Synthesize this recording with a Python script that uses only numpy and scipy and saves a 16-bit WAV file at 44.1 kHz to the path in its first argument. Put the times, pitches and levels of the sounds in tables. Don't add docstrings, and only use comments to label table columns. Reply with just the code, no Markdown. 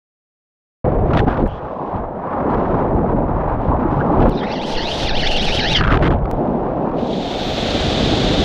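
import sys
import numpy as np
from scipy import signal
from scipy.fft import rfft, irfft, next_fast_len
from scipy.io import wavfile
from scipy.ndimage import map_coordinates

SR = 44100
rng = np.random.default_rng(int(sys.argv[2]) if len(sys.argv) > 2 else 0)


def to_wav(s):
    ch = np.atleast_2d(s).T
    pcm = np.round(np.clip(ch, -1, 1) * 32767)
    wavfile.write(sys.argv[1], SR, pcm.astype(np.int16))


N = 372204

# (ratio to lowest [-], relative width [-], level [dB])
FILM_MODES = [(1, .06, 1), (1.51, .055, 1.5), (2.3, .06, 3), (3.05, .08, -4)]
# (frequency [Hz], gain [dB])
WET_PORT = [(600, -74), (1100, -4), (1600, -1.5), (2300, -6), (3100, 0), (4300, -2.5), (5800, -7.5),
            (7000, -18.5), (9000, -27), (10300, -28), (13000, -39), (15500, -58)]


def amp(db):
    return 10 ** (np.asarray(db) / 20)


def unit(x):
    return x / np.sqrt(np.mean(x ** 2) + 1e-20)


def along(points, hz):
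    f, v = np.transpose(points)
    return np.interp(np.log(hz + 1), np.log(f + 1), v)


def curve(rows):
    return np.interp(np.arange(N) / SR, *np.transpose(rows))


def ramp(start_s, end_s, first, last):
    return curve([(start_s, first), (end_s, last)])


def gate(start_s, end_s, rise_s, fall_s):
    t = np.arange(N) / SR
    return np.clip((t - start_s) / rise_s, 0, 1) * np.clip(1 - (t - end_s) / fall_s, 0, 1)


def wobble(rate_hz):
    knots = rng.standard_normal(int(N * rate_hz / SR) + 4)
    return map_coordinates(knots, [np.arange(N) * rate_hz / SR])


def filtered(x, response):
    m = next_fast_len(N + SR // 2)
    return irfft(rfft(x, m) * response(np.fft.rfftfreq(m, 1 / SR)), m)[:N]


def shaped(x, spectrum):
    return filtered(x, lambda hz: amp(along(spectrum, hz)))


def rush(spectrum, lump_db, lump_hz):
    eddies = rng.standard_normal(N) * amp(lump_db * wobble(lump_hz))
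    return unit(shaped(eddies, spectrum))


def narrow_note(hz, width_hz):
    phase = 2 * np.pi * np.cumsum(hz) / SR
    return unit(wobble(width_hz) * np.cos(phase) + wobble(width_hz) * np.sin(phase))


def surges():
    # (start [s], end [s], roar [dB], wash [dB], thud [dB])
    masses = [(0.806, 0.895, -20.5, -20, -20.5), (0.905, 1.097, -22, -23.5, -21.5),
              (1.095, 1.178, -18.5, -20, -19.5), (1.179, 1.247, -16, -24.5, -17.5),
              (1.259, 1.292, -13, -16.5, -16.5), (1.365, 1.469, -17.5, -36, -20.5),
              (1.504, 1.565, -39, -47, -36), (1.915, 1.965, -36, -40, -23), (1.985, 2.085, -50, -42, -29),
              (3.687, 3.763, -25, -27, -25), (4.001, 4.173, -21, -26, -30), (4.154, 4.298, -15.5, -19, -18),
              (5.776, 5.824, -23, -41, -21.5), (5.855, 5.89, -21.5, -40, -20.5),
              (5.9, 5.984, -17, -24.5, -16.5), (5.989, 6.17, -19.5, -24, -20.5),
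              (6.974, 7.056, -23.5, -39, -27.5)]
    return sum(amp(levels_db)[:, None] * gate(start_s, end_s, .02, .004)
               for start_s, end_s, *levels_db in masses)


def wind(thud):
    # (time [s], level [dB])
    levels = [(1.15, -26.5), (1.255, -34), (1.31, -26), (1.45, -27.5), (1.75, -43.5), (2.05, -35.5),
              (2.27, -41.5), (2.5, -29.5), (3.2, -21), (4.05, -26), (4.65, -43.5), (5.05, -24.5),
              (5.4, -34.5), (5.75, -19), (6.3, -26), (6.5, -29), (7.2, -38.5), (7.85, -24), (8.44, -22.5)]
    # (frequency [Hz], density [dB])
    spectrum = [(10, -33.5), (18, -11), (28, 2.5), (45, -1), (90, -3), (130, -4), (170, -7.5), (240, -45),
                (500, -100)]
    return np.hypot(amp(curve(levels)), thud) * amp(2) * rush(spectrum, lump_db=1.9, lump_hz=25)


def churn(flow_db, roar):
    # (frequency [Hz], density [dB])
    spectrum = [(50, -44.5), (110, -16), (145, -1), (240, 0.5), (400, -3), (520, -10), (800, -46),
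                (1500, -100)]
    gain = np.hypot(amp(flow_db + .8 * wobble(11)), roar) * amp(-.4)
    return gain * rush(spectrum, lump_db=2, lump_hz=90)


def bubbles(centre_hz, spread, decay_cycles, size_db, count):
    when, pitch, size = rng.random(count), rng.standard_normal(count), rng.exponential(size=count)
    hz = centre_hz * np.exp(spread * np.clip(pitch, -2, 2))[:, None]
    cycles = hz * np.arange(SR // 40) / SR
    age = cycles / decay_cycles
    notes = np.sin(2 * np.pi * cycles * (1 + age / 20)) * np.exp(-age) * (1 - np.exp(-cycles))
    notes *= amp(size_db * np.minimum(size, 4))[:, None]
    index = (when * N).astype(int)[:, None] + np.arange(SR // 40)
    return unit(np.bincount(index.ravel(), notes.ravel(), N)[:N])


def wash(excess_flow_db, splash):
    # (frequency [Hz], density [dB])
    spectrum = [(200, -31.5), (380, -9), (500, -2.5), (700, -2), (840, -5), (980, -11.5), (1300, -47),
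                (2500, -100)]
    cloud = bubbles(centre_hz=650, spread=.3, decay_cycles=4.5, size_db=2.2, count=3600)
    cloud = unit(shaped(cloud, spectrum))
    froth = rush(spectrum, lump_db=1.2, lump_hz=110)
    return np.hypot(amp(-24 + .55 * excess_flow_db), splash) * unit(froth + amp(-1.5) * cloud)


def foam(excess_flow_db, splash):
    # (time [s], level [dB])
    levels = [(1.12, -31), (1.25, -37), (1.32, -27), (1.44, -38), (1.55, -35), (2.2, -36.5), (2.36, -26.5),
              (3.2, -34), (3.7, -29), (4.15, -31.5), (4.7, -34.5), (5.6, -48), (6.0, -38), (6.9, -36.5),
              (7.25, -46.5), (8.44, -44)]
    # (frequency [Hz], density [dB])
    spectrum = [(500, -48.5), (800, 0), (1000, 0.5), (1300, -8), (1650, -16), (2200, -26), (3200, -39.5),
                (4200, -47), (6500, -61.5), (9000, -85.5), (12000, -115)]
    level_db = curve(levels) + .28 * excess_flow_db + 2.1 * wobble(12)
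    gain = np.hypot(amp(level_db), amp(-16) * splash) * amp(3.5)
    return gain * rush(spectrum, lump_db=2, lump_hz=130)


def whitewater():
    # (time [s], level [dB])
    flow = [(1.15, -23.5), (1.255, -34.5), (1.31, -23.5), (1.42, -24.5), (1.51, -40), (1.62, -35),
            (1.8, -28), (2.17, -31), (2.33, -27), (2.48, -19), (2.9, -20), (3.22, -19), (3.38, -25),
            (3.85, -22.5), (4.38, -23.5), (4.56, -25), (5.3, -26.5), (5.65, -24.5), (5.84, -31),
            (5.97, -25), (6.22, -27), (6.4, -20), (7.02, -22), (7.32, -24.5), (8.15, -18.5), (8.44, -20)]
    flow_db, mid_flow_db = curve(flow), -22
    excess_db = flow_db - mid_flow_db
    roar, splash, thud = surges()
    return wind(thud) + churn(flow_db, roar) + wash(excess_db, splash) + foam(excess_db, splash)


def edged(roar):
    # (start [s], end [s], edge [Hz], lift below [dB], cut above [dB])
    edges = [(0.78, 1.08, 746, 2, -5), (4.45, 4.935, 940, 2.5, -4), (4.97, 5.734, 892, 5.5, -4),
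             (7.35, 8.44, 790, 0, -2.5)]
    out = roar.copy()
    for start_s, end_s, hz, lift_db, cut_db in edges:
        shape = [(.75 * hz, 0), (.98 * hz, lift_db), (1.05 * hz, cut_db),
                 (1.6 * hz, cut_db), (3 * hz, 0)]
        out += gate(start_s, end_s, .034, .034) * (shaped(roar, shape) - roar)
    return out


def glugs():
    # (time [s], pitch [Hz], peak [dB], length [s])
    pockets = [(0.845, 482, -17, .022), (0.868, 510, -14, 0.023), (0.895, 310, -19, 0.023),
               (1.192, 395, -15, 0.018), (1.38, 503, -15.5, 0.026), (1.425, 519, -20.5, 0.028),
               (3.725, 1050, -21, .012), (3.738, 620, -19, 0.015), (3.787, 240, -14, .016),
               (3.818, 237, -12, 0.017), (3.85, 321, -9.5, 0.015), (3.884, 854, -21, 0.014),
               (3.916, 290, -15, 0.026), (3.937, 934, -20, 0.01), (3.96, 139, -13, 0.048),
               (4.06, 160, -18, 0.05), (4.097, 790, -17, .012), (4.112, 310, -12.5, 0.02),
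               (4.135, 960, -16, .012), (4.24, 513, -14, 0.033)]
    rise_per_length = .098
    out, t = np.zeros(N + SR), np.arange(SR // 6) / SR
    for start_s, hz, db, length_s in pockets:
        age = t / length_s
        glide_hz = hz * (1 + rise_per_length * (age - .5))
        phase = 2 * np.pi * np.cumsum(glide_hz) / SR + .52 * wobble(150)[:len(t)]
        envelope = 2 * age * np.exp(.5 - 2 * age ** 2)
        out[round(start_s * SR):][:len(t)] += amp(db) * envelope * np.sin(phase)
    return out[:N]


def drops():
    # (start [s], end [s], from [dB], to [dB])
    showers = [(1.06, 1.237, -63, -57), (1.265, 1.422, -57, -61), (1.483, 1.58, -55, -55),
               (1.6, 1.987, -61, -61), (2.484, 2.52, -55, -50.5), (2.56, 2.846, -53, -62.5),
               (3.07, 3.12, -59, -68), (3.598, 3.735, -54.5, -59), (3.785, 3.82, -56, -61),
               (3.895, 4.02, -52, -55), (4.04, 4.297, -57, -55), (6.278, 6.952, -61.5, -58),
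               (6.966, 7.008, -44.5, -44.5), (7.133, 7.135, -32, -36.5)]
    # (frequency [Hz], density [dB])
    spectrum = [(700, -31), (1600, -2), (2600, 5), (3700, -2), (4500, -9), (6000, -16.5), (8000, -30.5),
                (12000, -61)]
    far_spray_db = -68.5
    gain = sum(gate(start_s, end_s, .017, .027) * amp(ramp(start_s, end_s, from_db, to_db))
               for start_s, end_s, from_db, to_db in showers)
    return (amp(far_spray_db) + gain) * rush(spectrum, lump_db=1.9, lump_hz=260)


def slap(length_s, tilt_db_per_octave):
    t, lead = np.arange(SR // 10) / SR, SR // 100
    burst = np.exp(-(t / length_s) ** 4) * (1 - np.exp(-t / .00088)) * rng.standard_normal(len(t))
    bubble_hz, decay_s, pivot_hz = 1404 * rng.uniform(.7, 1.3), .0033, 2000
    bubble = amp(-11) * np.exp(-t / decay_s) * np.sin(2 * np.pi * bubble_hz * t)
    sound = np.pad(burst + bubble, lead)
    octaves = np.log2(np.clip(np.fft.rfftfreq(len(sound), 1 / SR) / pivot_hz, .5, 2))
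    return irfft(rfft(sound) * amp(tilt_db_per_octave * octaves), len(sound))[lead:]


def sputter():
    # (start [s], length [s], initial level [dB], fall [dB])
    bursts = [(1.132, .076, -39.5, -0.5), (1.196, .04, -53, 11), (1.262, .16, -40, 8.5),
              (4.196, .1, -38.5, 8.5), (4.369, .17, -45, 0), (5.79, .115, -32.5, 2), (5.904, .06, -31.5, 6),
              (5.985, .03, -46, 2), (6.011, .07, -36, 1), (6.098, .08, -39, 17)]
    gain = sum(gate(s, s + length_s, .011, .0061) * amp(ramp(s, s + length_s, db, db - fall_db))
               for s, length_s, db, fall_db in bursts)
    return gain * amp(4) * unit(rng.standard_normal(N) * amp(4.8 * wobble(260)))


def swamping():
    # (time [s], level [dB], length [s], tilt [dB/octave])
    lumps = [(1.109, -33, .009, -1), (1.133, -21, .008, 1.5), (1.162, -27.5, .005, 2),
             (1.171, -17, .007, 4.5), (1.182, -22.5, .006, 2), (1.191, -16.5, .005, 5.5),
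             (1.2, -22.5, .007, 1), (1.248, -36, .003, 0), (1.281, -27.5, .006, -1),
             (1.371, -28.5, .0039, -2), (1.4, -32.5, .005, 0), (1.424, -36, .003, -0.5),
             (1.459, -31.5, .002, 0), (1.464, -31, .0022, 0), (1.958, -41, .012, -1),
             (2.544, -28, .0041, 1), (4.003, -35, .008, -0.5), (4.219, -27, .018, -1.5),
             (4.258, -25.5, .004, -2), (4.284, -31.5, .003, -1), (4.431, -27.5, .012, 0),
             (5.786, -17.5, .003, -0.5), (5.809, -10.5, .003, -2), (5.849, -19.5, .003, 1.5),
             (5.871, -19, .004, -2.5), (5.877, -14, .0035, 0), (5.912, -18, .005, -1),
             (5.918, -16, .004, 0), (5.923, -12.5, .006, -0.5), (5.933, -16, .0045, -1),
             (5.941, -15.5, .007, 0), (5.952, -19.5, .005, 0.5), (5.958, -22.5, .006, 0),
             (5.971, -16, .0055, 0), (5.99, -27, .006, -1), (6.023, -19.5, .008, 0), (6.031, -20, .009, 0),
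             (6.041, -19, .006, 0), (6.051, -20, .009, 0), (6.062, -21.5, .006, 1.5),
             (6.074, -18, .009, 0.5), (6.105, -23, .004, -1), (6.111, -26, .0076, -2.5),
             (6.123, -24.5, .005, -2.5), (6.135, -31, .005, -2), (6.145, -33, .0043, -2),
             (6.187, -36, .0022, 1), (6.242, -36, .004, -2.5), (6.255, -28, .004, 0)]
    # (frequency [Hz], gain [dB])
    housing = [(60, -19), (150, 7), (350, -7), (600, -8), (1200, 5.5), (2000, -3), (3300, -9.5),
               (4500, -21.5), (6000, -32.5), (8500, -46), (12000, -71.5), (15000, -101.5)]
    out = np.pad(sputter(), (0, SR))
    for start_s, db, length_s, tilt in lumps:
        sound = amp(db - 3.5) * slap(length_s, tilt)
        out[round(start_s * SR):][:len(sound)] += sound
    return amp(12) * shaped(out[:N], housing)


def gurgles():
    # (start [s], end [s], from [Hz], to [Hz], width [Hz], from [dB], to [dB], pulsing [dB])
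    glides = [(1.17, 1.185, 3000, 2900, 1600, -35, -36, 2), (1.275, 1.36, 1450, 1250, 700, -30, -32, 3),
              (1.479, 1.585, 2950, 3280, 650, -47, -57, 1.5),
              (1.758, 2.045, 1000, 822, 380, -30, -30.5, .5),
              (3.716, 3.756, 1010, 882, 399.6, -16.5, -23.5, 2.5),
              (3.984, 4.011, 1050, 1500, 350.6, -29, -28.5, 2),
              (3.98, 4.2, 1150, 1044, 500, -38, -25.5, 4.5), (4.37, 4.385, 3950, 3850, 500, -36.5, -36, 2),
              (4.408, 4.44, 1600, 1950, 600, -35, -34, 4), (4.465, 4.51, 2250, 2050, 601, -40, -40, 2),
              (5.785, 5.85, 1850, 1480, 340, -25, -27, 1), (5.872, 5.915, 1620, 1250, 420, -19.5, -20.5, 1),
              (7.129, 7.134, 3510, 3590, 900, -31, -32, 1)]
    out = np.zeros(N)
    for start_s, end_s, from_hz, to_hz, width_hz, from_db, to_db, pulsing_db in glides:
        note = narrow_note(ramp(start_s, end_s, from_hz, to_hz), width_hz)
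        level_db = ramp(start_s, end_s, from_db, to_db) + pulsing_db * wobble(140)
        out += note * gate(start_s, end_s, .003, .024) * amp(level_db)
    return out


def ticks():
    # (time [s], level [dB])
    clicks = [(1.476, -44), (4.2956, -32.5), (6.3134, -30)]
    decay_s, fizz_s = .0003, .0015
    out, t = np.zeros(N + SR), np.arange(SR // 100) / SR
    pulse = np.exp(-t / decay_s)
    for start_s, db in clicks:
        burst = rng.standard_normal(len(t)) * np.exp(-t / fizz_s)
        fizz = np.convolve(burst, pulse / np.linalg.norm(pulse))[:len(t)]
        out[round(start_s * SR):][:len(t)] += amp(db + 13.5) * (pulse + amp(-18) * fizz)
    return out[:N]


def film_pitch_hz(t):
    # (thickest at [s], lowest pitch [Hz], gathering [s], draining [s])
    runs = [(4.35, 1550, .07, .1), (4.42, 1450, .095, .14), (4.505, 1620, .085, .065),
            (4.58, 1850, .058, .072), (4.785, 1850, .04, .135), (5.125, 1540, .068, .075),
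            (5.248, 1850, .05, .052), (5.335, 2800, .05, .06), (5.398, 2170, .034, .046),
            (5.497, 2300, .042, .046), (5.628, 1680, .052, .122), (5.8, 1900, .1, .15)]
    thin_hz, dips_hz = 3900, []
    for s, hz, gather_s, drain_s in runs:
        gap_s = np.abs(t - s)
        distance = np.where(t < s, (gap_s / gather_s) ** 2.57, (gap_s / drain_s) ** 1.82)
        dips_hz.append((thin_hz - hz) * np.exp(-distance))
    return thin_hz - np.max(dips_hz, axis=0)


def film_ring():
    def ripple(rate_hz):
        return np.interp(t * SR, np.arange(N), wobble(rate_hz))

    cavity_hz, cavity_width_hz, cavity_db = 3120, 240, 4.5
    hz, t, noise = signal.stft(rng.standard_normal(N), SR, nperseg=512, noverlap=448)
    hz = hz[:, None]
    pitch_hz = film_pitch_hz(t)
    damping = 1 + (pitch_hz / 3300) ** 16
    response = 0
    for ratio, width, db in FILM_MODES:
        mode_hz = ratio * pitch_hz * (1 + .018 * ripple(130) + .01 * ripple(35))
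        strength = amp(db + 2.8 * ripple(60)) / (1 + (mode_hz / 4600) ** 6)
        strength *= amp(cavity_db / (1 + ((mode_hz - cavity_hz) / cavity_width_hz) ** 2))
        strength /= (1 + (pitch_hz / 2800) ** 10) ** (ratio - 1)
        loss = 1j * hz / mode_hz * width * damping
        response = response + strength * loss / (1 - (hz / mode_hz) ** 2 + loss)
    gain = np.hypot(np.abs(response), amp(-16.5) * damping) * amp(along(WET_PORT, hz))
    thickness = np.interp(pitch_hz, [1650, 2750], [1, 0])
    gain *= amp(-19 * thickness * np.interp(hz, [5500, 8500], [0, 1]))
    gain /= np.mean(gain ** 2, axis=0) ** .5
    return unit(signal.istft(noise * gain, SR, nperseg=512, noverlap=448)[1][:N])


def film_whistle():
    pitch_hz = film_pitch_hz(np.arange(N) / SR)
    notes = np.zeros(N)
    for ratio, _, _ in FILM_MODES[:3]:
        hz = ratio * pitch_hz * (1 + .015 * wobble(80))
        strength = amp(along(WET_PORT, hz) + 2.2 * wobble(70)) / (1 + (hz / 4900) ** 8)
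        notes += strength * narrow_note(hz, width_hz=420)
    return amp(-10) * notes / (1 + (pitch_hz / 3100) ** 16)


def water_film():
    # (time [s], level [dB])
    ring_levels = [(4.31, -44), (4.446, -37.5), (4.456, -42.5), (4.522, -33), (4.71, -31), (4.794, -25),
                   (4.874, -27.5), (4.924, -24.5), (4.974, -28), (5.098, -24.5), (5.124, -30.5),
                   (5.178, -21.5), (5.186, -25.5), (5.274, -19.5), (5.282, -23), (5.73, -20), (5.742, -22),
                   (5.754, -16), (5.772, -15), (5.81, -32.5)]
    # (time [s], level [dB])
    pump_levels = [(4.3, -43), (4.7, -31), (4.765, -20), (4.82, -31), (5.03, -27), (5.08, -20),
                   (5.42, -18.5), (5.68, -24), (5.81, -28)]
    # (frequency [Hz], density [dB])
    pump_spectrum = [(4, -30), (9, 6), (22, -1), (40, -11), (80, -20), (160, -74), (400, -120)]
    ring = film_ring()
    gush_db, spatter_db = .8 * wobble(50), .9 * wobble(420)
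    ringing = unit((ring + film_whistle()) * amp(gush_db + spatter_db)) * amp(curve(ring_levels) - .22)
    pumping = amp(curve(pump_levels)) * rush(pump_spectrum, lump_db=.5, lump_hz=10)
    return (ringing + pumping) * gate(4.3, 5.805, .01, .016)


def top_hiss():
    # (time [s], level [dB])
    levels = [(6.6, -88.5), (6.85, -80), (7.1, -78), (7.5, -62.5), (7.85, -72), (8.44, -72)]
    # (frequency [Hz], density [dB])
    spectrum = [(9500, -22), (11500, -5), (12700, 4.5), (14000, 0), (15500, -10)]
    fade_s = .02
    gain = amp(curve(levels)) * gate(levels[0][0] - fade_s, levels[-1][0], fade_s, fade_s)
    return gain * rush(spectrum, lump_db=.5, lump_hz=40)


def spray():
    # (frequency [Hz], density [dB])
    spectrum = [(700, -32.5), (1100, -4.5), (1900, -7.5), (2700, -5.5), (3200, -1), (3600, 1.5),
                (4200, -4.5), (5000, -12), (7000, -20.5), (9000, -35.5), (13000, -48.5), (15500, -63)]
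    return amp(-24) * ramp(6.936, 7.806, 0, .98) * rush(spectrum, lump_db=.75, lump_hz=92)


def scene():
    water = edged(whitewater()) + glugs() + drops() + swamping() + gurgles()
    return (water + ticks() + water_film() + top_hiss() + spray())[None]


def record(dry):
    start_s, ceiling, top_hz = .843, .95, 15750
    x = dry[0] * ramp(start_s, start_s + .001, 0, 1)
    x = x / (1 + np.abs(x / ceiling) ** 6) ** (1 / 6)
    return filtered(x, lambda hz: hz < top_hz)[None]


dry = scene()
out = record(dry)
to_wav(out)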